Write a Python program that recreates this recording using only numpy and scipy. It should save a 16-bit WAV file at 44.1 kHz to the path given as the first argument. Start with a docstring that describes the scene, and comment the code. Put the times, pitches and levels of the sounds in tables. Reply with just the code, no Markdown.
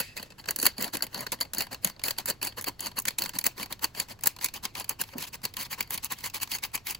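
"""A hand-cranked tin flour sifter held under a pair of microphone ports in a quiet kitchen.
It starts on a hard scrape and snag; for a third of a second the can also rattles on the bowl below.
Passes of the wire hoop follow to the end: grit noise and sharp snags drive the resonances of hiss, ring and
boom, each with an after-sound. From half a second until shortly after five, crank and handle knock dully
as damped tones with noise. Shaped noise rumbles low throughout."""
import sys
import numpy as np
from scipy import signal
from scipy.fft import rfft, irfft, next_fast_len
from scipy.io import wavfile

SR = 44100
rng = np.random.default_rng(int(sys.argv[2]) if len(sys.argv) > 2 else 0)


def unload_wav(signal):
    """Save mono or channel-first audio to the path in sys.argv[1] as 16-bit WAV at rate SR, clipped to [-1, 1]."""
    wavfile.write(
        sys.argv[1],
        SR,
        np.round(np.clip(np.atleast_2d(signal).T, -1, 1) * 32767).astype(np.int16),
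    )


N = 308259


def from_db(db):
    """Amplitude ratio from dB."""
    return 10 ** (np.asarray(db) / 20)


def rms_one(x):
    """Scale to an rms of 1 over all channels."""
    return x / np.sqrt(np.mean(x ** 2) + 1e-20)


def at_hz(points, hz):
    """Interpolate (hz, value) points over log frequency."""
    points = np.array(points)
    return np.interp(np.log(hz + 1), np.log(points[:, 0] + 1), points[:, 1])


def drift(rate_hz):
    """Random wander of rms 1: noise through two equal one-pole lowpasses."""
    r = np.exp(-2 * np.pi * rate_hz / SR)
    settle = 4000
    noise = rng.standard_normal(N + settle)
    return rms_one(signal.lfilter([1], [1, -2 * r, r * r], noise)[settle:])


def body(x, modes, wander_db):
    """Parallel resonances, signs alternating; each drive shifts with the contact point and the load."""
    out, impulse_response = 0, 0
    emptied = np.arange(N) / N - .5
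    impulse = np.eye(1, 4096)[0]
    for k, (hz, width_hz, level_db, change_db) in enumerate(modes):
        r = np.exp(-np.pi * width_hz / SR)
        b = (1 - r * r) / 2 * np.array([1, 0, -1])
        a = [1, -2 * r * np.cos(2 * np.pi * hz / SR), r * r]
        gain = (-1) ** k * from_db(level_db)
        drive_db = change_db * emptied + wander_db * drift(24.4)
        out = out + gain * signal.lfilter(b, a, x * from_db(drive_db))
        impulse_response = impulse_response + gain * signal.lfilter(b, a, impulse)
    return out / np.sqrt(np.sum(impulse_response ** 2))   # white noise about keeps its rms


def hum():
    """Steady rumble of the house: noise shaped in frequency."""
    # hz, density_db
    rumble_spectrum = [(20, -2.5), (45, 1), (70, 0.5), (105, 4), (200, -6.5), (400, -11.5), (1000, -18.5),
                       (4000, -27.5), (16000, -39)]
    level_db = -54
    hz = np.fft.rfftfreq(N, 1 / SR)
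    spectrum = rfft(rng.standard_normal((3, N))) * from_db(at_hz(rumble_spectrum, hz))
    return from_db(level_db) * rms_one(irfft(spectrum, N))


def knocks(t60_s, noise_ratio, top_ratio):
    """Soft low thuds of crank and handle: a damped tone with wider noise around it."""
    # start_s, level_db (before the soft onset), pitch_hz
    thuds = [(0.481, -48, 217), (0.585, -34, 182), (0.629, -31, 280), (0.659, -36, 259),
             (0.785, -33.5, 201), (0.83, -37, 208), (0.946, -39, 298), (1.013, -43, 290),
             (1.157, -34.5, 199), (1.201, -36, 260), (1.403, -47, 295), (1.578, -36.5, 230),
             (1.853, -31, 181), (2.053, -39.5, 312), (2.276, -41.5, 380), (2.43, -41, 235),
             (2.577, -40.5, 475), (2.67, -32.5, 288), (2.981, -42, 223), (3.063, -45, 352),
             (3.195, -41.5, 226), (3.23, -40, 159), (3.449, -38, 288), (3.58, -41.5, 250),
             (4.628, -47, 229), (4.998, -42, 250), (5.132, -42, 555), (5.153, -32.5, 238),
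             (5.162, -44, 410), (5.18, -39.5, 164), (5.434, -40, 113)]
    onset_s = 0.0051
    out, t = np.zeros((3, N)), np.arange(round(.15 * SR)) / SR
    for start_s, level_db, hz in thuds:
        i = round(start_s * SR)
        shape = from_db(level_db - 60 * t / t60_s) * (1 - np.exp(-t / onset_s))
        band_hz = [hz / 1.22, hz * max(top_ratio, 1.1)]
        band = signal.butter(2, band_hz, "band", fs=SR, output="sos")
        noise = rms_one(signal.sosfilt(band, rng.standard_normal((3, len(t)))))
        tone = np.sin(2 * np.pi * hz * t)
        out[:, i:i + len(t)] += (shape * (tone + noise_ratio * noise))[:, :N - i]
    return out


def clinks():
    """The can touches the bowl: each touch is a dying noise rattle in the same resonances."""
    # start_s, level_db, t60_s
    touches = [(.001, -37, 0.42), (0.173, -32, 0.056), (.177, -51, 0.16), (0.227, -51, 0.11),
               (.26, -56, 0.1), (0.303, -47.5, 0.069), (.322, -61, 0.04)]
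    # hz, width_hz, level_db (within the group), change_db (over the scene)
    bowl_modes = [(1880, 320, -6, 0.015), (2510, 150, -5, 0), (2620, 46, 4.5, 0), (4600, 500, -10, 0),
                  (4900, 78, -2.5, 0), (7100, 7700, -18, 0)]
    shake, t = np.zeros(N), np.arange(N) / SR
    for start_s, level_db, t60_s in touches:
        decay_db = 60 * np.clip(t - start_s, 0, 1) / t60_s
        shake += (t >= start_s) * from_db(level_db - decay_db)
    return body(shake * rng.standard_normal((3, N)), bowl_modes, wander_db=1.5)


def walls(tail):
    """The walls return part of the ring's after-sound as broad noise without its resonances."""
    level_db = 1.5   # re the ring's after-sound, before the band filter
    band = signal.butter(1, [700, 6000], "band", fs=SR, output="sos")
    return from_db(level_db) * signal.sosfilt(band, tail * rng.standard_normal((3, N)))


def lingering(drive):
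    """Can, counter and walls let the power of every contact die away smoothly."""
    # level_db, t60_s; rows: hiss, ring, boom
    after_sounds = [(-18.5, 0.12), (-14, 0.19), (-10.5, 0.15)]
    out = np.zeros((3, N))
    for k, (level_db, t60_s) in enumerate(after_sounds):
        r = from_db(-120 / (t60_s * SR))   # acts on power: 60 dB per t60
        power = signal.lfilter([1 - r], [1, -r], drive[k] ** 2 + 1e-18)
        out[k] = from_db(level_db) * np.sqrt(power)
    return out


def colour(s, hiss_db, dull_db, laws):
    """Levels in dB of hiss, ring and boom for one contact; harder contact is brighter."""
    medium_db = -35
    at_medium_db, lost, change_db, share = np.transpose(laws)
    harder_db = hiss_db - medium_db
    emptied = s * SR / N - .5
    re_hiss_db = at_medium_db - lost * harder_db + change_db * emptied + share * dull_db
    return hiss_db + np.append(0, re_hiss_db)


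def grit(per_s, spread_db):
    """Grains and strands slipping under the wire: one click pattern, three random weightings."""
    sizes = from_db(spread_db * np.minimum(rng.exponential(1, N), 4))
    clicks = sizes * (rng.random(N) < per_s / SR)
    return rms_one(clicks * rng.standard_normal((3, N)))


def pressure(edge_db, steep_in, steep_out):
    """Contact strength for hiss, ring and boom: one hump per pass of the hoop, powers added."""
    # hardest_s, rise_s, fall_s (each to edge_db down), hiss_db, dullness_db
    passes = [(.002, 0.0058, 0.014, -28.5, -7), (.173, 0.018, 0.073, -53.5, -6),
              (0.389, .009, 0.028, -52.5, -18), (0.491, 0.016, 0.018, -43, 1),
              (.585, 0.0054, 0.015, -47, -12), (0.667, 0.052, 0.013, -30, -13),
              (0.821, 0.039, 0.061, -40.5, 1.5), (.949, .018, 0.011, -34, 1),
              (1.031, 0.0032, 0.015, -33, 0.5), (1.215, 0.081, 0.027, -45, 2.5),
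              (1.269, .007, .006, -51, -1), (1.325, 0.0062, 0.021, -34.5, 2.5),
              (1.414, 0.0082, 0.014, -36.5, 4), (1.55, 0.0056, 0.051, -50, -1),
              (1.59, 0.0043, 0.048, -37, -1.5), (1.726, 0.014, 0.015, -41.5, 5),
              (1.87, 0.039, 0.033, -42, -4), (2.044, 0.008, 0.06, -34.5, -1.5),
              (2.19, 0.012, 0.022, -40, 0), (2.295, 0.023, .018, -31, 0.5), (2.437, 0.017, 0.048, -36, -2),
              (2.59, 0.019, 0.011, -38, 4), (2.681, 0.019, 0.016, -37.5, 5),
              (2.866, 0.056, .023, -42.5, 2.5), (2.989, 0.023, 0.0032, -36, 3),
              (3.082, .012, 0.0066, -31.5, -2), (3.192, .01, 0.082, -41.5, 1.5),
              (3.36, 0.018, 0.016, -42.5, 4.5), (3.467, 0.014, 0.008, -27.5, 3.5),
              (3.625, .047, 0.018, -40.5, 4), (3.721, 0.02, 0.014, -47, 4.5),
              (3.848, 0.028, 0.0097, -35, 4.5), (4.002, 0.045, 0.028, -39, 0.5),
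              (4.112, .025, 0.018, -44, 2.5), (4.24, 0.019, .018, -56, 5), (4.267, 0.011, 0.0091, -41, 10),
              (4.452, 0.039, 0.015, -36, -3), (4.548, 0.011, 0.031, -43, 2),
              (4.653, 0.021, 0.0096, -38.5, 4.5), (4.804, 0.047, 0.021, -40, 2.5),
              (4.9, 0.01, 0.027, -41.5, 4), (5.014, 0.02, 0.0096, -39.5, 6.5),
              (5.135, 0.067, .007, -56, -18), (5.232, 0.052, .024, -41, 0.5), (5.278, .011, 0.012, -46, -8),
              (5.344, 0.016, 0.013, -40.5, -1.5), (5.451, 0.016, 0.0086, -34, 5.5),
              (5.621, 0.045, 0.019, -37, -1), (5.658, .012, .013, -47.5, -5),
              (5.731, 0.025, .017, -37.5, -3), (5.806, .029, 0.012, -45, 6),
              (5.947, 0.038, 0.016, -35.5, -2), (6.046, 0.017, 0.02, -39, -2),
              (6.122, .019, 0.016, -36.5, 4), (6.2, 0.037, .054, -53.5, -18),
              (6.26, 0.025, 0.02, -34.5, -2.5), (6.351, 0.014, 0.028, -38, 1.5),
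              (6.427, .015, 0.014, -32, -1), (6.548, .043, 0.021, -34.5, -4),
              (6.641, .015, 0.023, -38.5, 0.5), (6.756, 0.018, 0.0088, -32.5, 2.5),
              (6.909, 0.045, 0.019, -36, -4)]
    # rows ring, boom: re_hiss_db (medium contact), loss_db_per_db (harder contact),
    # change_db (as the flour runs out), dullness_share (0-1)
    pass_colour = [(-2.5, 0.2741, 1, 0.18), (-6.5, .5, -7.5, 0.76)]
    power, t = np.zeros((3, N)), np.arange(N) / SR
    for s, rise_s, fall_s, hiss_db, dull_db in passes:
        near = slice(max(0, int((s - 4 * rise_s) * SR)), int((s + 4 * fall_s) * SR))
        away_s = np.abs(t[near] - s)
        drop = np.where(t[near] < s, (away_s / rise_s) ** steep_in, (away_s / fall_s) ** steep_out)
        peak_db = colour(s, hiss_db, dull_db, pass_colour)[:, None]
        power[:, near] += from_db(peak_db - edge_db * drop) ** 2
    return np.sqrt(power)


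def snags(scrape, rise_s, longer, gains_db):
    """Each snag of the wire cracks, swells within milliseconds and dies; lows last longer."""
    # start_s, hiss_db (before gains_db), dullness_db
    clear_snags = [(.001, -20.5, 5.5), (0.166, -30.5, 2), (0.175, -32, -20), (0.1962, -43, 4),
                   (0.2271, -36, 1.5), (.2595, -67, -1), (0.303, -65, 2), (.32, -68, 5), (0.382, -60, -2),
                   (0.3962, -53.5, 8), (.44, -61, 9), (.457, -42, 0), (0.486, -28.5, 4),
                   (0.4855, -28.5, 11.5), (0.5074, -20, -4), (0.5609, -21, -7.5), (.5747, -48, -9),
                   (.5873, -23.5, -1.5), (0.5985, -23, -8), (.6152, -26, -15), (0.6273, -17.5, -2),
                   (0.6535, -18, 7), (0.6645, -8, 7.5), (0.767, -53, -8), (0.7805, -32.5, 4),
                   (0.809, -27, -7), (.8232, -19, -8), (0.8422, -23, 0), (0.878, -38.5, 3.5),
                   (.932, -47, -8), (.9519, -32, 6), (0.9688, -26, -0.5), (.9913, -49, -9),
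                   (1.006, -48, 4.5), (1.0227, -21, 1), (1.0662, -40.5, 2), (1.129, -54, 0.5),
                   (1.1441, -28.5, 4), (1.1762, -34, -5), (1.191, -42, -10), (1.206, -28.5, -21),
                   (1.2467, -50, -21), (1.2654, -35, 16), (1.3186, -24, -3), (1.388, -54, 1),
                   (1.4035, -30, -6), (1.4095, -18.5, 1.5), (1.427, -34, -2), (1.45, -50, 6),
                   (1.534, -25, 4.5), (1.547, -28, -10), (1.5704, -41, 4), (1.582, -18.5, -10),
                   (1.6061, -24, 8.5), (1.62, -27, 0), (1.667, -47.5, 4.5), (1.728, -36, 2),
                   (1.744, -35.5, 4.5), (1.8458, -14, 6.5), (1.8643, -33, 2), (1.872, -24.5, -3),
                   (1.8965, -37, 1), (1.9625, -63, 1.5), (1.994, -45.5, 7), (2.016, -50, 5),
                   (2.037, -19, 3), (2.0604, -30, -12), (2.082, -23, 4), (2.1066, -21.5, 6),
                   (2.164, -64, 7), (2.1833, -22.5, 5.5), (2.2569, -23, -6), (2.2727, -44, -12),
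                   (2.2849, -25, -4), (2.3, -19, 0.5), (2.3235, -54, 8), (2.4146, -40, 10.5),
                   (2.4281, -20, -4), (2.448, -22.5, -11), (2.459, -43, -8), (2.4696, -21, 5.5),
                   (2.5226, -54, 7), (2.5897, -47, -6), (2.6108, -27, -10), (2.6223, -32, -19),
                   (2.6418, -27.5, 3.5), (2.682, -22.5, -0.5), (2.7936, -43, 7), (2.805, -23.5, -13),
                   (2.826, -37, -15), (2.859, -27, 3), (2.867, -27.5, 2), (2.9144, -46, 3.5),
                   (2.987, -18.5, -10), (2.998, -25, -19), (3.019, -33, -30), (3.053, -23.5, 6.5),
                   (3.072, -32, -7), (3.0822, -16, 6), (3.1057, -38, 5), (3.1846, -20, 5.5),
                   (3.191, -25.5, -5), (3.2196, -23.5, 3), (3.2366, -25, -2), (3.25, -31, -3),
                   (3.259, -30, 6), (3.292, -30, 3.5), (3.3348, -46, 7), (3.3519, -36, -1),
                   (3.3862, -15, -1), (3.411, -32, -3), (3.4403, -21.5, 1), (3.4644, -11.5, 1),
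                   (3.579, -40, 1), (3.6287, -30, 9), (3.6584, -40, 3), (3.725, -28.5, 4.5),
                   (3.7924, -47, -3), (3.8416, -17, 5.5), (3.948, -41, 6), (3.999, -16, 6),
                   (4.0843, -49, 4), (4.19, -53, -1), (4.2081, -42.5, -9), (4.224, -46, -7),
                   (4.236, -24.5, 3), (4.236, -23.5, -11), (4.2577, -18, 4), (4.2703, -9, 4),
                   (4.364, -42, -2.5), (4.387, -45.5, 4), (4.4105, -44.5, 16.5), (4.4433, -13.5, 3),
                   (4.459, -27, 2), (4.4845, -38.5, 5), (4.5388, -31, -8), (4.652, -24.5, 12),
                   (4.7513, -35, 9.5), (4.7976, -28, -16), (4.8425, -35, 3.5), (4.8785, -53, -4),
                   (4.8925, -18, -5), (5.005, -27.5, 0), (5.0134, -18, 3), (5.0364, -39, 7.5),
                   (5.0875, -50, 2.5), (5.1344, -51, 10), (5.1808, -32.5, 2.5), (5.2234, -31, -16),
                   (5.266, -50, 2), (5.3419, -45, 0), (5.4166, -53, -7), (5.4514, -21.5, 7.5),
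                   (5.538, -38.5, -1), (5.5675, -26.5, 6), (5.7272, -28, 4), (5.8058, -22.5, 12),
                   (5.826, -35.5, 4), (5.874, -49, -5), (5.905, -25.5, 4.5), (5.941, -26, -5),
                   (5.976, -27.5, 9), (6.045, -24.5, -14), (6.1201, -22, -1), (6.1855, -39, -2),
                   (6.206, -40, -4), (6.2386, -37, 15), (6.2607, -37, 4), (6.298, -41, -2),
                   (6.337, -45, -10), (6.3435, -28, -8), (6.4, -45, 4), (6.4299, -22, -4), (6.4735, -43, 2),
                   (6.5154, -26, 11.5), (6.549, -28, -6), (6.5843, -36, 2), (6.636, -24.5, 12.5),
                   (6.7158, -53, -9), (6.7527, -22.5, -6), (6.7749, -41, 9), (6.8681, -26.5, 10),
                   (6.9068, -23.5, -7), (6.947, -31.5, 5)]
    # rows ring, boom: re_hiss_db (medium contact), loss_db_per_db (harder contact),
    # change_db (as the flour runs out), dullness_share (0-1)
    snag_colour = [(-3.5, .45, -3.5, 0.64), (-14, 0.65, -10.5, 0.46)]
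    hiss_t60_s = .016
    crack_db, crack_t60_s = -6.5, 0.0017
    faint_per_s, faint_db, faint_spread_db = 13, -10, 3.5   # chance snags, re the scrape under way
    out, t = np.zeros((3, N)), np.arange(round(.08 * SR)) / SR
    t60_s = hiss_t60_s * np.array(longer)[:, None]
    swell = from_db(-60 * t / t60_s) * (1 - np.exp(-t / rise_s))
    shape = swell + from_db(crack_db - 60 * t / crack_t60_s)
    for s, hiss_db, dull_db in clear_snags:
        i = int(s * SR)
        level = from_db(colour(s, hiss_db, dull_db, snag_colour) + gains_db)[:, None]
        out[:, i:i + len(t)] += (level * shape)[:, :N - i]
    sizes = from_db(faint_db + faint_spread_db * np.minimum(rng.exponential(1, N), 3))
    small = (rng.random(N) < faint_per_s / SR) * sizes
    faint = signal.fftconvolve(scrape * small, shape, axes=1)[:, :N]
    return out + np.abs(faint)


def sifter():
    """Scrape, snags and their after-sound drive three groups of resonances of can, mesh and wire."""
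    # each: hz, width_hz, level_db (within the group), change_db (as the flour runs out)
    hiss_modes = [(5810, 1070, -10.5, 0.0055), (6650, 450, 1, 1.6), (7040, 670, -1.5, 0.0048),
                  (9000, 1650, 0, 1.1), (11220, 2350, -1, 0), (14560, 1520, 1, 1.2),
                  (14500, 1960, 2.5, 0.39), (15150, 1450, 1.5, 1.8)]
    ring_modes = [(1590, 570, -7, -8.5), (2183, 374, -2, 4), (2560, 433, -3, 6), (3123, 440, -5, 2.5),
                  (4214, 920, -4.5, -3.5), (4538, 273, 4.5, -4), (4727, 690, -8, 6)]
    boom_modes = [(188, 159, -5.5, -2.5), (345, 114, -5.5, -2.5), (538, 170, -3.5, -5),
                  (712, 353, -4.5, -1.5), (994, 276, -1.5, 8)]
    judder = from_db(1.0 * drift(120) + 0.19 * drift(510))   # the hoop chatters as it drags
    scrape = pressure(edge_db=9.5, steep_in=3.1, steep_out=2.74)
    ticking = snags(scrape, rise_s=0.0011, longer=[1.0, 1.5, 2.6], gains_db=[6, 5, 4])
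    drive = np.hypot(scrape * judder, ticking)
    slips, smooth = grit(per_s=9000, spread_db=-0.5), rng.standard_normal((3, N))
    tails = lingering(drive)
    out = walls(tails[1])
    groups = zip(drive, tails, [hiss_modes, ring_modes, boom_modes], [1.5, 2.5, 2.2])
    for contact, tail, modes, wander_db in groups:
        out = out + body(slips * contact + smooth * tail, modes, wander_db)
    return out


def ports(x):
    """Ports hear a shared part plus their own; above 7 kHz the left lags, in soft steps up to two turns."""
    # hz, shared_power (0-1)
    likeness = [(60, .92), (250, .94), (500, .4), (1000, .8), (2200, .5), (4500, .7), (5600, .35),
                (7200, .95), (9200, .96), (16000, .75)]
    # hz, left_minus_right_db
    lean = [(60, -2.5), (110, 0), (200, -4), (380, -3), (700, 5.5), (1290, -1), (2380, 2), (4400, 1.0),
            (8120, -0.5), (15000, 0.0)]
    # hz, left_lead_rad
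    low_lead = [(200, 0.21), (600, 1.0), (900, 0.41), (1300, 0.97), (2000, 1), (3000, 0.33), (6000, 0.24),
                (7100, 0)]
    # hz, level_db
    port_colour = [(9000, -0.5), (12500, 0), (15700, -0.5)]
    from_hz, hz_per_turn, max_turns, warp_rad = 7150, 4060, 2, .3
    size = next_fast_len(N + 2048)
    hz = np.fft.rfftfreq(size, 1 / SR)
    shared, *own = rfft(x, size)
    alike = np.clip(at_hz(likeness, hz), 0, 1)
    side = np.array([[.5], [-.5]])   # left, right
    turns = np.clip((hz - from_hz) / hz_per_turn, 0, max_turns)
    # the phase lag grows with frequency, more slowly near in phase and antiphase
    lag_rad = 2 * np.pi * turns - warp_rad * np.sin(4 * np.pi * turns) - at_hz(low_lead, hz)
    common = np.sqrt(alike) * shared * np.exp(-1j * side * lag_rad)
    heard = common + np.sqrt(1 - alike) * np.array(own)
    gain_db = side * at_hz(lean, hz) + at_hz(port_colour, hz)
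    return irfft(heard * from_db(gain_db), size)[:, :N]


def scene():
    """Sum the sources, each as one shared and two own channels, and hear them at the ports."""
    thuds = knocks(t60_s=0.089, noise_ratio=0.99, top_ratio=2.38)
    return ports(hum() + thuds + clinks() + sifter())


def record(dry):
    """Tanh rounds the highest peaks, then a steep lowpass cuts the top."""
    cutoff_hz = 15900
    lowpass = signal.ellip(12, .5, 85, cutoff_hz, fs=SR, output="sos")   # ripple dB, stopband dB
    return signal.sosfilt(lowpass, np.tanh(dry))


dry = scene()
out = record(dry)
unload_wav(out)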